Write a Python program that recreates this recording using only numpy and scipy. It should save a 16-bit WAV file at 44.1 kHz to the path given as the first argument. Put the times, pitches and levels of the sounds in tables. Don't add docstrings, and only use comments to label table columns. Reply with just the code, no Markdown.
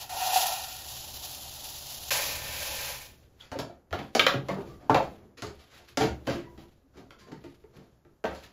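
import sys
import numpy as np
from scipy import signal
from scipy.io import wavfile
from scipy.ndimage import uniform_filter1d

SR = 44100
rng = np.random.default_rng(int(sys.argv[2]) if len(sys.argv) > 2 else 0)


def gain_from_decibels(decibels):
    exponent = np.asarray(decibels, float) / 20
    return 10 ** exponent


def transcribe(signal):
    frames = np.atleast_2d(signal).T
    limited = np.clip(frames, -1, 1)
    pcm = np.round(limited * 32767).astype(np.int16)
    wavfile.write(sys.argv[1], SR, pcm)


N = 375732


def evened(x):
    return x / np.sqrt(np.mean(x ** 2) + 1e-20)


def read(points, hz):
    f, value = np.transpose(points)
    return np.interp(np.log(hz + 1), np.log(f + 1), value)


def colour(points):
    half = read(points, np.fft.rfftfreq(8192, 1 / SR)) * np.log(10) / 20
    log_gain = np.concatenate([half, half[-2:0:-1]])
    taps = np.fft.ifft(np.exp(np.conj(signal.hilbert(log_gain)))).real[:4096]
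    return taps / np.linalg.norm(taps)


def ring(modes):
    t = np.arange(6000) / SR
    taps = np.zeros(6000)
    for k, (hz, width, db) in enumerate(modes):
        decay = np.sqrt(width) * np.exp(-np.pi * width * t)
        taps += (-1) ** k * gain_from_decibels(db) * decay * np.sin(2 * np.pi * hz * t)
    return taps / np.linalg.norm(taps)


def through(x, taps):
    return signal.oaconvolve(x, taps)[:N]


def wander(size):
    return evened(uniform_filter1d(uniform_filter1d(rng.standard_normal(N), size), size))


def grains(per_s, spread_db, clump_db):
    size = gain_from_decibels(spread_db * np.minimum(rng.exponential(1, N), 5) + clump_db * wander(size=500))
    landed = rng.random(N) < per_s / SR
    return evened(size * rng.choice([-1., 1.], N) * landed)


def level(rows):
    s, db = np.transpose(rows)
    return np.interp(np.arange(N) / SR, s, db, left=-200, right=-200)


def step(at_s, width_s):
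    return .5 + .5 * np.tanh((np.arange(N) / SR - at_s) / (2 * width_s))


def away(at_s, rise_s, fall_s):
    t = np.arange(N) / SR - at_s
    return np.maximum(-t / rise_s, t / fall_s)


def pour(flow_db, vessels, per_s, spread_db, clump_db):
    # frequency in Hz, level of the click of grain on grain in dB
    grain_tone = [(300, -25), (1000, -10.5), (2200, -12.5), (3000, -0.5), (4200, 0), (6800, -2.5),
                  (11000, 1), (15500, -4)]
    patter = through(grains(per_s, spread_db, clump_db), colour(grain_tone))
    hush = through(rng.standard_normal(N), colour(grain_tone))
    struck = np.zeros(N)
    for db, modes in vessels:
        struck += gain_from_decibels(db) * through(grains(per_s, spread_db, clump_db), ring(modes))
    return gain_from_decibels(flow_db + 6.0) * (0.79 * patter + 0.36 * hush) + gain_from_decibels(-1.5) * struck


def rice():
    # time in seconds, level in dB
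    bowl_flow = [(0.0, -49), (0.09, -58), (0.097, -45), (0.23, -35.5), (0.37, -30.5), (0.49, -35),
                 (0.66, -44), (0.81, -46), (2.1, -46)]
    basin_flow = [(2.106, -31.5), (2.144, -31), (2.314, -37.5), (2.4, -42), (2.6, -40), (2.894, -39),
                  (3.06, -52), (3.16, -69), (3.36, -92)]
    # time in seconds, extra flow in dB
    surges = [
        (.015, 7),
        (.365, 2.5),
        (.9, 4.5),
        (1.23, 5.5),
        (1.64, 5),
        (1.9, 3),
        (2.09, 1),
        (2.51, 0.5),
        (2.6, 1),
    ]
    # frequency in Hz, width in Hz, level in dB
    bowl_modes = [(745, 30, -3), (930, 150, -5.5), (700, 90, -8), (1365, 60, -14), (1480, 80, -18),
                  (1850, 90, -15.5), (2430, 60, -14), (2640, 250, -11), (2850, 100, -11)]
    basin_modes = [(552, 83, 1.5), (855, 37, -2), (988, 55, -3), (1605, 42, -4.5), (1777, 38, -2),
                   (2444, 400, 5.5)]
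    heap_modes = [(590, 110, 4), (860, 220, 3), (1330, 560, -7.5)]

    surge = sum(db * np.exp(-away(s, rise_s=0.01, fall_s=0.074)) for s, db in surges)
    first = level(bowl_flow) + surge
    second = level(basin_flow) + surge
    wall_db = first + 2 - 13 * step(.74, .07)
    rim_db = first - 5.5 - 15 * step(0.87, .04)
    heap_db = -55 + .4 * (first + 46) - 13 * (1 - step(.4, .06))
    bowl = [(wall_db, bowl_modes[:3]), (rim_db, bowl_modes[3:]), (heap_db, heap_modes)]
    into_bowl = pour(first, bowl, per_s=7000, spread_db=1.7, clump_db=1.9)
    into_basin = pour(second, [(second - 0.27, basin_modes)], per_s=12000, spread_db=1.55, clump_db=1.0)
    bowl_cut = signal.butter(3, 560, "high", fs=SR)
    return signal.lfilter(*bowl_cut, into_bowl) + into_basin


def air(blows):
    # time in seconds, level in dB
    quiet_db = [(0, -60.5), (.6, -60), (1.3, -55.5), (1.9, -58.5), (2.3, -53), (2.85, -55.5), (3.28, -62),
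                (3.84, -72.5), (4.7, -60), (5.1, -64.5), (5.33, -73), (5.5, -67), (5.9, -67.5), (6.62, -61),
                (6.82, -69.5), (7.3, -66), (8.07, -69), (8.52, -76)]
    # frequency in Hz, level in dB
    rumble_tone = [(20, -8), (45, -9), (70, 2), (100, -9), (130, -2.5), (165, -20), (250, -40.5)]
    murk_tone = [(100, -39.5), (170, 2), (350, -0.5), (600, -5), (1000, -16), (2000, -24.5), (5000, -46.5),
                 (16000, -50)]
    hiss_tone = [(300, -10), (900, 0), (1700, -4), (2200, -25), (7000, -25), (11500, -13), (15000, -17)]

    keep = np.exp(-1 / (0.049 * SR))
    power = signal.lfilter([(1 - keep) ** 2], [1, -2 * keep, keep ** 2], blows ** 2)
    held = np.sqrt(power + 1e-14)
    quiet = gain_from_decibels(level(quiet_db))
    rumble_gain = np.minimum(quiet + gain_from_decibels(-35) * held, gain_from_decibels(-46.5))
    murk_gain = gain_from_decibels(-0.46) * quiet + gain_from_decibels(-16.5) * held
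    rumble = through(rng.standard_normal(N), colour(rumble_tone)) * gain_from_decibels(5.0 + 1.5 * wander(size=3000))
    murk = through(rng.standard_normal(N), colour(murk_tone)) * gain_from_decibels(-3.0 + 0.69 * wander(size=1500))
    hiss = through(rng.standard_normal(N), colour(hiss_tone))
    return rumble_gain * rumble + murk_gain * murk + gain_from_decibels(-80) * hiss


def parts(force_db, depth_db, hard_db, tick_db):
    thump_wall_crack_tick = np.array([depth_db + 23, 16, hard_db + 25.5, hard_db + tick_db + 17.5])
    return gain_from_decibels(force_db + thump_wall_crack_tick)[:, None]


def knocks():
    # time in seconds, force in dB, depth in dB, hardness in dB, contact in seconds
    slaps = [(.022, -55, -12, -3, .0041), (3.698, -40.5, -9.5, -21.5, 0.013),
             (3.909, -37.5, -12, -16.5, 0.013), (4.486, -19.5, -7.5, -22, 0.021),
             (4.897, -16, -6, -25.5, 0.003), (4.904, -11, -11, -29, 0.015), (6.272, -19, -1, -17, 0.02),
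             (6.299, -35.5, 11.5, -0.5, 0.044), (6.578, -42, 0, -14, 0.0064), (7.107, -45, -2, -8, 0.003),
             (7.441, -41, 0, -14.5, 0.011), (7.64, -48, 0, -26, 0.0024), (8.05, -47, 1, -28, .004),
             (8.241, -17, -14.5, -25, 0.007)]
    clicks = [
        (3.517, -25, -9, -24, 0.008),
        (3.589, -24, -9, -15, 0.0067),
        (4.1505, -14, -11, -15, 0.007),
        (4.569, -28.5, -1, -46, 0.034),
        (5.029, -29, -14, -24, 0.011),
        (5.422, -26, -4, -14.5, 0.01),
        (5.469, -37, -7, -15.5, .008),
        (5.973, -18.5, -3.5, -12.5, 0.006),
        (8.312, -31, -15, -30, 0.009),
        (8.35, -38, -16, -14, 0.035),
    ]
    cracks = [
        (.096, -53.5, -9, 5, 0.017),
        (3.561, -38, 2.5, -14, .012),
        (3.928, -20.5, -12.5, -13.5, .012),
        (3.99, -28.5, -1.5, -12.5, .0087),
        (4.195, -19, -12, 1, 0.004),
        (4.266, -18, -19, 0, .003),
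        (4.338, -23, -5, -14.5, 0.0046),
        (4.9455, -11, -15, -15, 0.0076),
        (6.04, -35.5, 10, -1.5, .011),
        (8.254, -37, -2.5, -3.5, 0.0058),
    ]
    # time in seconds, force in dB, depth in dB, hardness in dB, swell in seconds
    scrapes = [(3.395, -47, -15, -5, 0.024), (4.658, -54.5, 19, -1.5, .017), (5.22, -69, 24, -6.5, .011),
               (5.37, -49, -.6, 1.3, 0.011), (5.585, -52.5, -8, -4, 0.015), (5.692, -45, -12, -6, 0.041),
               (5.79, -47.5, -5, -19, .0083), (5.874, -62.5, 13, 6, 0.013),
               (4.79, -39.5, -2.5, -23.5, 0.029), (6.931, -40.5, -2.5, -20.5, 0.037),
               (6.968, -42, 0, -16.5, 0.0062), (7.185, -61.5, 13, 8, 0.015), (7.26, -42, 0, -18, .018),
               (7.725, -43.5, 1, -16.5, 0.038), (7.841, -64, -2, -15, .021), (8.43, -52, -24, -1, .011),
               (5.998, -14.5, -4, -15, .015), (7.92, -62, -8, -26, .04), (8.06, -61, -4, -26, .04),
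               (7.316, -33, -5, -22, .004), (7.283, -48, 0, -20, .005), (6.266, -32, 0, -14, .006)]
    # frequency in Hz, width in Hz, level in dB
    thump_modes = [(73.6, 39, -18.5), (143, 25, -4), (191.8, 22, -3), (274, 74, 1.5), (344, 16, 1),
                   (430, 73, 0)]
    wall_modes = [(539, 60, -1), (608, 60, 0.5), (700, 94, 1.5), (770, 80, 0), (914, 80, -2.5),
                  (949, 76, -2), (1280, 610, -3)]
    # frequency in Hz, level in dB
    crack_tone = [(600, -29), (1100, 0.5), (1500, 1.5), (2200, -0.5), (3100, -2.5), (4000, -7), (5500, -16),
                  (7500, -23.5)]
    tick_tone = [(3000, -10.5), (4500, 1), (5800, -5.5), (7000, -4), (11000, -11), (15500, -24)]

    drive = np.zeros((4, N + 8000))
    t = np.arange(8000) / SR
    for rows, tick_db in (clicks, 7.5), (slaps, -0.5), (cracks, -15):
        for s, force, depth, hard, contact in rows:
            shake = rng.standard_normal((4, 8000)) * np.exp(-t / contact)
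            rattle = shake / np.linalg.norm(shake, axis=1, keepdims=True)
            blow = 0.65 * (t == 0) + rattle
            drive[:, round(s * SR):][:, :8000] += parts(force, depth, hard, tick_db) * blow
    for s, force, depth, hard, swell in scrapes:
        stroke = t * np.exp(-t / swell)
        scrape = rng.standard_normal((4, 8000)) * stroke / np.linalg.norm(stroke)
        drive[:, round(s * SR):][:, :8000] += parts(force, depth, hard, tick_db=5.5) * scrape
    bodies = ring(thump_modes), ring(wall_modes), colour(crack_tone), colour(tick_tone)
    return sum(through(d, body) for d, body in zip(drive, bodies))


def sings(rows, base_rough):
    out = np.zeros(N + 12000)
    t = np.arange(12000) / SR
    for s, db, hz, swell in rows:
        rough = base_rough + .11 * hz / 1000
        stroke = t / swell * np.exp(1 - t / swell)
        flutter = evened(uniform_filter1d(rng.standard_normal(12000), size=int(6 * SR / hz)))
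        tone = (1 - rough + rough * flutter) * np.sin(2 * np.pi * hz * t)
        out[round(s * SR):][:12000] += gain_from_decibels(db) * stroke * tone
    return out[:N]


def singing_parts():
    # time in seconds, level in dB, frequency in Hz, swell in seconds
    clumps = [(.1, -37, 745, .012), (.14, -36, 750, .008), (.172, -31, 740, .006), (.195, -31, 755, .012),
              (.235, -28, 745, .006), (.262, -25, 745, .012), (.315, -27, 740, .012),
              (.338, -27, 770, .008), (.358, -19, 748, .008), (.385, -33, 760, .01), (.42, -30, 740, .01),
              (.445, -27, 760, .01), (.51, -31, 740, .012)]
    ringing = [(3.553, -31, 540, 0.0066), (3.595, -38, 677, .006), (3.695, -42, 697, 0.0065),
               (3.928, -29.5, 1377, 0.0054), (4.156, -29, 264, .006), (4.151, -23, 738, .005),
               (4.151, -26, 1300, .004), (4.195, -15, 3300, 0.0025), (4.195, -15, 2330, .0025),
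               (4.196, -22, 1260, .005), (4.2, -28, 339, .01), (4.195, -20, 1900, .002),
               (4.196, -22, 4200, .002), (4.266, -11, 3130, 0.0025), (4.266, -18, 522, .004),
               (4.266, -18, 2080, .003), (4.267, -20, 2450, .004), (4.31, -30, 560, .02),
               (4.487, -29, 571, .01), (4.488, -36, 1100, .01), (4.57, -36, 400, .015),
               (4.8955, -8.5, 860, .002), (4.9451, -10, 760, .002), (4.908, -24, 480, .005),
               (4.995, -22, 850, .008), (4.897, -16, 1050, .002), (5.028, -30, 680, .003),
               (4.946, -22.5, 2410, 0.0021), (4.955, -22, 1000, 0.0081), (5.385, -48, 480, 0.0069),
               (5.422, -36, 1400, 0.003), (5.443, -40, 1230, .004), (5.495, -40, 400, .01),
               (5.44, -37.5, 423, 0.017), (5.973, -25.5, 620, 0.0035), (6.007, -21, 777, 0.0078),
               (6.02, -25, 430, 0.012), (6.28, -27, 526.5, 0.01), (6.35, -35, 343, .03),
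               (6.285, -36, 1600, .006), (6.97, -48, 380, .015), (7.322, -37, 300, 0.0053),
               (7.443, -43.5, 341, 0.014), (7.641, -43.5, 420, 0.0034), (8.243, -21, 450, 0.0045),
               (8.26, -36, 603, 0.011)]
    booms = [(3.52, -33, 88, 0.0084), (3.615, -38, 111, 0.009), (3.915, -35, 80.7, 0.013),
             (4.345, -27, 132.6, 0.021), (4.501, -31.5, 191, 0.018), (5.458, -39, 72, 0.019),
             (5.98, -40, 68, 0.04), (6.101, -36, 75.5, 0.018), (6.83, -57, 270, 0.024),
             (7.315, -40.5, 170, 0.0072), (8.27, -43, 69.4, 0.037), (6.57, -60, 202, 0.0107)]
    squeaks = [(3.4, -47, 3350, .009), (3.96, -45, 2150, .008), (4.487, -37, 2120, .012),
               (4.675, -51, 1170, .03), (4.73, -62, 1950, .01), (5.59, -58, 3100, .008),
               (6.44, -53, 975, .035), (6.41, -59, 1950, .03), (6.62, -63, 980, .02),
               (7.108, -58, 2300, .003), (7.21, -56, 1050, .025), (7.2, -63, 1650, .02),
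               (5.972, -33, 5300, .003), (8.44, -55, 1700, .006), (8.44, -57, 2600, .005),
               (5.376, -50, 2450, .006), (5.374, -54, 4000, .006), (5.374, -56, 1450, .005),
               (5.38, -56, 3200, .008), (6.01, -36, 3150, .006)]
    return sings(ringing + booms + clumps, base_rough=.15) + sings(squeaks, base_rough=.22)


def tail():
    # frequency in Hz, time to fall by 60 dB in seconds
    decay_times = [(100, 0.76), (400, 0.38), (1000, 0.4), (2800, 0.37), (7000, 0.31), (15000, 0.27)]
    taps = np.zeros(SR // 2)
    at = np.arange(260, len(taps) - 20, 20)
    taps[at + rng.integers(0, 20, len(at))] = rng.choice([-1., 1.], len(at))
    hz, t, z = signal.stft(taps, SR, nperseg=256)
    fall_db = -60 * t / read(decay_times, hz)[:, None]
    suppressed_db = -400 * t ** 2
    echo = signal.istft(z * gain_from_decibels(fall_db + suppressed_db), SR, nperseg=256)[1]
    return echo / np.linalg.norm(echo)


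def kitchen(x):
    turn = 2 * np.pi * 3.7 * np.arange(N) / SR
    return through(x * np.cos(turn), tail()) + through(x * np.sin(turn), tail())


def rub():
    # time in seconds, level in dB, time to rise 20 dB in seconds, time to fall 20 dB in seconds
    rub_strokes = [(3.13, -66, .05, .3), (3.225, -70, .01, .05), (3.415, -58, .04, .1),
                   (3.52, -52, .004, .08), (8.25, -52, .005, .2), (3.6, -40, .007, .04),
                   (3.99, -56, .02, .15), (4.13, -62, .1, .1), (4.49, -52.5, .05, .3),
                   (5.13, -63, .05, .15), (5.55, -62, .03, .15), (5.61, -60, .04, .08), (5.75, -57, .1, .2),
                   (5.89, -58, .04, .06), (6.26, -58, .03, .03), (6.38, -58, .2, .05),
                   (6.61, -61, .05, .18), (7.0, -61, .06, .07), (7.205, -63, .02, .08),
                   (7.45, -60, .09, .2), (7.77, -64, .05, .18), (8.44, -53.5, .03, .12)]
    # frequency in Hz, level in dB
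    rub_tone = [(500, -10.5), (1200, 0.5), (3500, 3), (7000, -9.5), (11000, -5.5), (15500, -12.5)]
    strokes = sum(gain_from_decibels(db - 20 * away(s, rise, fall)) for s, db, rise, fall in rub_strokes)
    patchy = gain_from_decibels(-1.5 + 1.8 * wander(size=1500))
    slips = through(grains(per_s=5000, spread_db=2.2, clump_db=2.7), colour(rub_tone))
    return strokes * patchy * slips


def scene():
    low_cut = signal.butter(2, 60, "high", fs=SR)
    hits = signal.lfilter(*low_cut, knocks())
    tones = singing_parts()
    echoes = kitchen(hits + .4 * tones)
    return (rice() + 0.8 * hits + tones + gain_from_decibels(-2.0) * echoes + rub() + air(hits))[None]


def thin_treble(x):
    # lower edge in Hz, upper edge in Hz, share of time empty
    empty_bands = [(7550, 8000, .3), (8000, 8300, .45), (8300, 9250, .92), (9250, 9600, .75),
                   (9600, 10000, .3), (10000, 10350, .15), (14500, 14900, .08), (15200, 15800, .15)]
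    # frequency in Hz, level in dB
    gate_floor = [(500, -120), (13000, -120), (14200, -104), (16000, -100)]
    hz, t, z = signal.stft(x, SR, nperseg=1024, noverlap=768)
    luck = rng.random((len(t) // 7 + 1, len(empty_bands)))
    luck = np.repeat(luck, 7, axis=0)[:len(t)]
    for k, (low, high, share) in enumerate(empty_bands):
        z[:, (hz >= low) & (hz < high)] *= luck[:, k] > share
    power = uniform_filter1d(uniform_filter1d(abs(z) ** 2, size=7, axis=1), size=5, axis=2)
    faint = power < gain_from_decibels(read(gate_floor, hz))[:, None] ** 2
    z *= np.where(faint & (hz[:, None] > 450), .25, 1)
    return signal.istft(z, SR, nperseg=1024, noverlap=768)[1][:, :N]


def band_limit(x):
    return signal.sosfilt(signal.butter(12, 16990, fs=SR, output="sos"), x)


def record(dry):
    # frequency in Hz, response in dB
    treble_response = [(20, -1.5), (7300, 1), (7700, -7), (8300, -6.5), (9000, -12.5), (9600, -7.5),
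                       (10000, -2.5), (15600, -3.5), (16100, -52)]
    hz = np.linspace(0, SR / 2, 513)
    response_taps = signal.firwin2(1023, hz, gain_from_decibels(read(treble_response, hz)), fs=SR)
    heard = signal.oaconvolve(dry, response_taps[None], "same")
    return band_limit(thin_treble(heard))


dry = scene()
out = record(dry)
transcribe(out)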